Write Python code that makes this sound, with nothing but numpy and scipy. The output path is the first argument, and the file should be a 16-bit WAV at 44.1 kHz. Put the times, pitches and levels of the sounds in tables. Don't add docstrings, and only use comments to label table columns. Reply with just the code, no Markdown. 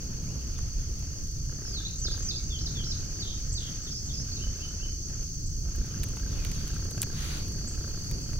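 import sys
import numpy as np
from scipy import signal
from scipy.fft import rfft, irfft, next_fast_len
from scipy.io import wavfile
from scipy.ndimage import uniform_filter1d

SR = 44100
rng = np.random.default_rng(int(sys.argv[2]) if len(sys.argv) > 2 else 0)


def amplitude_ratio(level_db):
    exponent = np.asarray(level_db, float) / 20
    return 10 ** exponent


def store_pcm(level_fs):
    pcm = np.round(np.clip(level_fs, -1, 1) * 32767).astype(np.int16)
    wavfile.write(sys.argv[1], SR, np.atleast_2d(pcm).T)


N = 369999

# (lowest pitch [Hz], highest pitch [Hz], ring width [Hz], level [dB], gain when more join [dB])
CROWDS = [
    (4400, 4834, 280, -3.5, 5),
    (5320, 6010, 690, -4, -0.5),
    (5900, 6620, 220, 3.5, 0),
    (7100, 7880, 280, -15, 2),
]
# (time [s], level [dB])
CHORUS_SWELL = [
    (0, -47.5),
    (1.4, -47.5),
    (1.9, -47),
    (3.0, -45),
    (5.1, -45.5),
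    (5.9, -47.5),
    (6.3, -46.5),
    (7.4, -47.5),
    (8.39, -47.5),
]
# (start [s], length [s], level over rest [dB])
NEAR_BOUTS = [
    (1.2, 1.8, 6),
]
ONCE = [0]
SWOOP = [0, .24]
STEP = [0, .25]
BUZZ = [0, .352]
HOOK = [0, .225]
END = [0, .21, .41]
# (repeat delays [s], notes as (time [s], length [s], start [Hz], end [Hz], level [dB]))
FIGURES = [
    (ONCE, [(1.64, .085, 5570, 4870, -44), (1.72, 0.086, 5000, 3260, -38.5), (1.848, 0.0277, 3450, 4430, -36), (2.88, 0.058, 5420, 5430, -42), (4.312, 0.032, 4150, 4830, -40.5), (4.352, .03, 5000, 3480, -45)]),
    (SWOOP, [(2.012, 0.038, 6070, 6080, -36.5), (2.04, 0.042, 5900, 3200, -33), (2.1, .02, 3240, 4980, -38.5), (2.118, 0.026, 4900, 4850, -35)]),
    (STEP, [(2.495, 0.087, 3674, 2915, -42.5), (2.588, 0.013, 3610, 5470, -39), (2.598, .05, 5360, 5470, -43), (2.657, 0.021, 6100, 3320, -34), (2.69, 0.036, 5440, 5500, -56)]),
    (BUZZ, [(3.197, 0.025, 4875, 4400, -39), (3.218, .02, 4400, 3350, -37.5)]),
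    (HOOK, [(3.862, 0.0296, 3970, 3090, -47), (3.91, 0.026, 5750, 4760, -39), (3.938, 0.058, 4730, 5700, -40.5)]),
    (END, [(4.385, 0.052, 2560, 3060, -52.5), (4.412, 0.051, 3082, 2990, -47)]),
]
# (time [s], length [s], pitch [Hz], level [dB])
BUZZES = [
    (3.24, 0.11, 3480, -46.5),
    (3.592, 0.12, 3300, -48),
]
# (time [s],
# length [s], start [Hz], end [Hz], level [dB])
CHIPS = [(0.259, 0.077, 1970, 2940, -62), (0.557, 0.019, 3800, 3430, -58), (1.987, 0.023, 7100, 7920, -48),
         (2.225, 0.029, 7200, 7760, -48), (2.233, 0.14, 2300, 2630, -64), (2.373, 0.061, 2410, 2200, -64),
         (3.241, 0.14, 3780, 3700, -54), (3.6, 0.099, 3430, 3200, -57), (3.517, 0.029, 6650, 8200, -42.5),
         (3.833, .02, 7940, 7400, -52), (4.06, 0.02, 8200, 7200, -51), (4.083, .025, 7200, 7100, -51),
         (5.46, 0.017, 7000, 8200, -48), (6.368, 0.12, 2690, 2333, -59), (7.671, .02, 5900, 8240, -39.5),
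         (7.721, .015, 5600, 7706, -47), (8.223, .02, 7060, 8360, -55)]
# (start [s], length [s], effort [dB], pulse rate [1/s])
BREATHS = [(-.1, 0.58, -75, 29), (0.984, 0.27, -63, 34), (1.42, 0.48, -59, 32), (2.014, 0.22, -54, 32.5),
           (2.516, .85, -59, 31), (3.56, 0.43, -60.5, 33), (4.07, 0.93, -61, 33.4), (5.052, .17, -61.5, 33),
           (5.588, 1, -57, 30.9), (6.53, 0.68, -54.5, 32.9), (7.412, .66, -56, 30),
           (8.235, 0.21, -58.5, 32.2)]
# (pitch [Hz], width [Hz], level [dB])
CHEST = [
    (334, 240, 7.5),
    (1396, 290, 1),
    (1563, 190, -0.5),
]
# (start [s], length [s], level [dB])
STROKES = [(-.3, 1.62, -78), (1.5, 0.59, -77), (2.0, 0.37, -68.5), (2.4, 1.23, -73.5), (3.55, 0.36, -71.5),
           (4.05, 0.94, -73), (5.08, 0.29, -79), (5.6, 0.761, -72), (6.1, 0.88, -66), (7.06, 0.44, -58),
           (7.4, 0.96, -78)]
# (frequency [Hz], density [dB per Hz])
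FUR_TONE = [(470, -35), (800, 1), (964, -12), (1300, 2.5), (1840, -5), (3100, -1), (4080, -2.5),
            (6220, -15), (7040, -10.5), (15600, -13.5)]
# (time [s], peak [dB], left minus right [dB])
TWIGS = [(0.9921, -47, 7), (1.272, -48, 5), (1.3144, -50, 11), (1.6472, -47, 5), (5.8616, -44, 10),
         (6.0874, -38, -10), (6.7437, -43, 5), (6.8483, -45, 10), (6.91, -33, 4), (7.0178, -18, -1),
         (7.0283, -26.5, 7), (7.5231, -46, 3), (8.0391, -41, -4), (6.5492, -41, -4)]
# (time [s], peak [dB], left minus right [dB])
GRAVEL = [(5.7598, -41.5, 3), (6.0327, -31.5, -5), (6.4487, -33, -8.5), (6.4644, -44, -3),
          (6.516, -36.5, -4), (6.6227, -52, -1), (6.6782, -39, -3), (7.0244, -37, -8), (7.0304, -26.5, 2.1),
          (7.4829, -43, 5), (8.113, -34, -3)]
# (time [s], peak [dB], left minus right [dB])
KNOCKS = [(0.5885, -46, 3), (1.0266, -53, -2), (6.1692, -43, 2), (6.1973, -47, 2.1), (6.9774, -44.5, 9),
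          (8.3324, -46.5, 3)]
# (events, body pitch [Hz], body width [Hz], relative body level [dB], relative top level [dB])
CLICK_KINDS = [
    (TWIGS, 3900, 3600, -15, -12),
    ([(6.0393, -29.5, 1)], 2700, 3700, -15, 6.4),
    (GRAVEL, 2560, 5600, -4.5, 4),
    (KNOCKS, 550, 4100, 2.6, -16),
]
# (frequency [Hz], density [dB per Hz])
RUMBLE_TONE = [(8.8, -42), (15, 4), (80, -3), (144, -11), (174, -17.5), (210, -20), (389, -29.5),
               (424, -31), (720, -40.5), (900, -44.5), (1170, -45), (1980, -120)]
# (level [dB], share of traffic swell [ratio], random gusts [dB])
RUMBLE_LAYERS = [
    (-34.5, 0.067, -1.6),
    (-44.5, 0.65, 1.3),
    (-53, 0.4, 0.9),
]
# (time [s], level [dB])
TRAFFIC = [
    (0, 4.5),
    (1.1, -2),
    (2.0, -0.5),
    (3.0, 2.5),
    (3.6, -1.5),
    (5.3, -2),
    (5.9, 2),
    (7.3, 7.5),
    (8.39, 2.5),
]
# (frequency [Hz], density [dB per Hz])
AIR_TONE = [(410, -68), (700, -52), (896, -38.5), (1010, -42.5), (1260, -12), (2310, -19), (2530, -16),
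            (3080, -16), (3940, -27), (4430, -21), (5240, -12), (6200, -22), (7840, -30.5), (8700, -26.5),
            (15600, -23)]
# (start [s], length [s], strength against the full drop [dB])
MIDDLE_DROPS = [
    (1.19, 0.34, -2),
    (3.93, 0.13, -2.5),
    (4.88, 0.23, -1.5),
    (5.2, 0.49, -1),
]
# (frequency [Hz], left-right likeness [ratio])
LIKENESS = [(60, 0.96), (180, 0.97), (550, 0.075), (1650, -0.076), (4970, 0.17), (15000, -0.19)]
# (frequency [Hz], left minus right [dB])
LEAN = [(60, -1.5), (150, 0.5), (380, 1), (950, 1.5), (2380, 0.5), (5980, -1.0), (15000, 3.5)]
# (centre [Hz], width [Hz], depth [dB])
TREBLE_DIP = (13800, 590, -7.5)


def evened(x):
    return x / np.sqrt(np.mean(x ** 2) + 1e-20)


def read(points, hz):
    f, value = np.transpose(points)
    return np.interp(np.log(hz + 1), np.log(f + 1), value)


def curve(rows, column):
    rows = np.array(rows)
    return np.interp(np.arange(N) / SR, rows[:, 0], rows[:, column])


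def ramp(s, rise_s):
    return np.clip((np.arange(N) / SR - s) / rise_s, 0, 1)


def spans(rows, edge):
    t = np.arange(0, N / SR, .002)
    power = np.zeros(len(t))
    for start, length, db, *_ in rows:
        u = (t - start) / length
        to_edge = np.clip(2 * np.minimum(u, 1 - u) / edge, 0, 1)
        power += amplitude_ratio(2 * db) * np.sin(np.pi / 2 * to_edge) ** 4
    return np.interp(np.arange(N) / SR, t, power)


def add(mix, s, sound):
    part = mix[..., round(s * SR):][..., :sound.shape[-1]]
    part += sound[..., :part.shape[-1]]


def ring(x, hz, width_hz):
    b, a = signal.iirpeak(hz, hz / width_hz, SR)
    return signal.lfilter(b, a, signal.lfilter(b, a, x))


def ports(x, lag):
    taps = np.arange(-24, 25)
    window = np.hanning(len(taps))
    return np.array([np.convolve(x, np.sinc(taps - side * lag / 2) * window, "same") for side in (1, -1)])


def hiss(tone, patchy_db, flicker_db, size):
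    frames, hz = 4 * N // size + 5, np.fft.rfftfreq(size, 1 / SR)
    a, b, c, d, patches = rng.standard_normal((frames, len(hz), 5)).T
    patches = uniform_filter1d(patches, size=size // 80, axis=0)
    patches = evened(uniform_filter1d(patches, size=12000 // size, axis=1))
    same = np.clip(read(LIKENESS, hz), -1, 1)[:, None]
    left, other = a + 1j * b, c + 1j * d
    z = np.array([left, same * left + np.sqrt(1 - same ** 2) * other])
    flicker = flicker_db * rng.standard_normal(frames)
    z *= amplitude_ratio(read(tone, hz)[:, None] + patchy_db * patches + flicker)
    return evened(signal.istft(z, nperseg=size, noverlap=3 * size // 4)[1][:, :N])


def chorus():
    out = np.zeros((2, N))
    joining = ramp(6.17, rise_s=1.14)
    for low_hz, high_hz, width_hz, db, join_db in CROWDS:
        crowd = np.zeros((2, N))
        for hz in np.linspace(low_hz, high_hz, 5):
            draw = rng.random((2, N)) * SR / 2500
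            near, far = (draw < 1) * (2 * draw - 1)
            lag = rng.integers(-6, 7)
            left = near + 0.38 * far
            right = np.roll(near, lag) + 0.35 * far[::-1]
            crowd += ring(np.array([left, right]), hz, width_hz)
        out += amplitude_ratio(db + curve(CHORUS_SWELL, 1) + join_db * joining) * evened(crowd)
    return out


def nearest_insect():
    bursts_per_s, level_db, tone_hz = 37.5, -51, 6550
    wander = evened(uniform_filter1d(rng.standard_normal(N), size=9000))
    beat = np.cumsum(bursts_per_s * (1 + 0.0373 * wander)) / SR % 1
    burst = rng.standard_normal(N) * np.exp(-beat / .25) * (1 - np.exp(-beat / .04))
    early = ring(burst, tone_hz * 1.03, 420)
    late = ring(np.roll(burst, 150), tone_hz * .96, 380)
    strength = np.sqrt(0.26 + spans(NEAR_BOUTS, edge=1.0))
    return amplitude_ratio(level_db) * strength * ports(evened(early + 2.1 * late), lag=-1.84)


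def whistle(hz, db):
    wave = np.sin(2 * np.pi * np.cumsum(hz) / SR)
    return np.sqrt(2) * amplitude_ratio(db) * wave * signal.windows.tukey(len(hz), .4)


def songbird():
    out = np.zeros(N)
    for repeats, notes in FIGURES:
        for s, length, start_hz, end_hz, db in notes:
            for later in repeats:
                add(out, s + later, whistle(np.linspace(start_hz, end_hz, round(length * SR)), db))
    swing, swings_per_s = .14, 58
    for s, length, hz, db in BUZZES:
        t = np.arange(0, length, 1 / SR)
        pitch = hz * (1 + swing * signal.sawtooth(2 * np.pi * swings_per_s * t, .25))
        add(out, s, whistle(pitch, db))
    return out


def chips():
    out = np.zeros(N)
    for s, length, start_hz, end_hz, db in CHIPS:
        u = np.linspace(0, 1, round(length * SR))
        add(out, s, whistle(start_hz + (end_hz - start_hz) * np.sin(u * np.pi / 2), db))
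    return out


def trees(x, t60, wall_db):
    t = np.arange(SR // 2) / SR
    scatter = amplitude_ratio(-60 * t / t60) * (t > .006)
    slap = amplitude_ratio(wall_db) * np.exp(-((t - .088) / .02) ** 2)
    echoes = rng.standard_normal((2, len(t)))
    sparse = rng.random((2, len(t))) < .05
    tail = echoes * sparse * (scatter + slap)
    return signal.fftconvolve(x[None], tail / np.linalg.norm(tail[0]), axes=1)[:, :N]


def birds():
    song, calls = songbird(), chips()
    echoes = amplitude_ratio(-4.5) * trees(song + 1.1 * calls, t60=.34, wall_db=-18)
    return amplitude_ratio([[-1.3], [1.3]]) * ports(song, lag=5.1) + ports(calls, lag=0.83) + echoes


def purr():
    rates = [(s + length / 2, rate) for s, length, _, rate in BREATHS]
    beat = np.cumsum(curve(rates, 1)) / SR
    strength = amplitude_ratio(2.2 * rng.standard_normal(400))[beat.astype(int) % 400]
    opening = np.exp(-((beat % 1 - .3) / .13) ** 2) + .04
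    puffs = strength * opening * rng.standard_normal(N)
    body = sum(amplitude_ratio(db) * evened(ring(puffs, hz, width_hz)) for hz, width_hz, db in CHEST)
    return amplitude_ratio(2.5) * np.sqrt(spans(BREATHS, edge=.4)) * ports(evened(body), lag=1.7)


def rustle():
    noise = hiss(FUR_TONE, patchy_db=1.6, flicker_db=1.5, size=256)
    treble = signal.sosfilt(signal.butter(4, 6500, "high", fs=SR, output="sos"), noise)
    touch = spans(STROKES, edge=.8) + amplitude_ratio(2 * -81)
    leaves_db = -63 + 4.5 * ramp(5.83, rise_s=0.29)
    dry = amplitude_ratio(2 * leaves_db) + amplitude_ratio(2 * 4.5) * touch
    return amplitude_ratio(16) * np.sqrt(touch) * evened(noise - treble) + amplitude_ratio(3.0) * np.sqrt(dry) * evened(treble)


def click(body_hz, width_hz, body_db, top_db):
    t = np.arange(900) / SR
    a, b = rng.standard_normal((2, len(t)))
    snap = a * (np.exp(-t / 0.00045) + 0.38 * np.exp(-t / 0.0035))
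    crack = ring(snap, 9100, 6800)
    top = ring(snap, 13500, 5000)
    body = ring(b * np.exp(-t / 0.0032), body_hz, width_hz)
    levels_db = (1.5, top_db, body_db + 3.5)
    return sum(amplitude_ratio(db) * part / abs(part).max() for db, part in zip(levels_db, (crack, top, body)))


def clicks():
    out = np.zeros((2, N))
    for events, *kind in CLICK_KINDS:
        for s, db, pan_db in events:
            sides = amplitude_ratio([[pan_db / 2], [-pan_db / 2]])
            add(out, s, amplitude_ratio(db + 4.0) * ports(click(*kind), lag=-1.03) * sides)
    return out


def rumble():
    size = next_fast_len(N)
    hz = np.fft.rfftfreq(size, 1 / SR)
    noise = rfft(hiss(RUMBLE_TONE, patchy_db=.5, flicker_db=1.72, size=4096), size)
    deep, low = (1 / (1 + (hz / edge_hz) ** 6) for edge_hz in (110, 250))
    out = np.zeros((2, N))
    for (db, share, gust_db), band in zip(RUMBLE_LAYERS, (deep, low - deep, 1 - low)):
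        gusts = uniform_filter1d(rng.standard_normal(N), size=6000)
        gusts = evened(uniform_filter1d(gusts, size=6000))
        level = amplitude_ratio(db + share * curve(TRAFFIC, 1) + gust_db * gusts)
        out += level * evened(irfft(noise * band, size)[:, :N])
    return out


def distance():
    bed = rumble() + amplitude_ratio(-54) * hiss(AIR_TONE, patchy_db=1.85, flicker_db=1.9, size=1024)
    middle = signal.sosfiltfilt(signal.butter(3, (450, 4000), "band", fs=SR, output="sos"), bed)
    return bed - 0.73 * np.clip(spans(MIDDLE_DROPS, edge=0.27), 0, 1) * middle


def scene():
    return distance() + chorus() + nearest_insect() + birds() + purr() + rustle() + clicks()


def top_cut(x):
    return signal.sosfilt(signal.butter(12, 16660, fs=SR, output="sos"), x)


def record(dry):
    size = next_fast_len(N)
    hz = np.fft.rfftfreq(size, 1 / SR)
    lean_db = read(LEAN, hz) / 2
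    dip_hz, dip_width_hz, depth_db = TREBLE_DIP
    dip_db = depth_db * np.exp(-((hz - dip_hz) / dip_width_hz) ** 4)
    edge_db = -30 * np.clip((hz - 15780) / 100, 0, 1)
    response = amplitude_ratio([lean_db, -lean_db] + dip_db + edge_db)
    finished = irfft(rfft(dry, size) * response, size)[:, :N]
    return top_cut(finished)


dry = scene()
out = record(dry)
store_pcm(out)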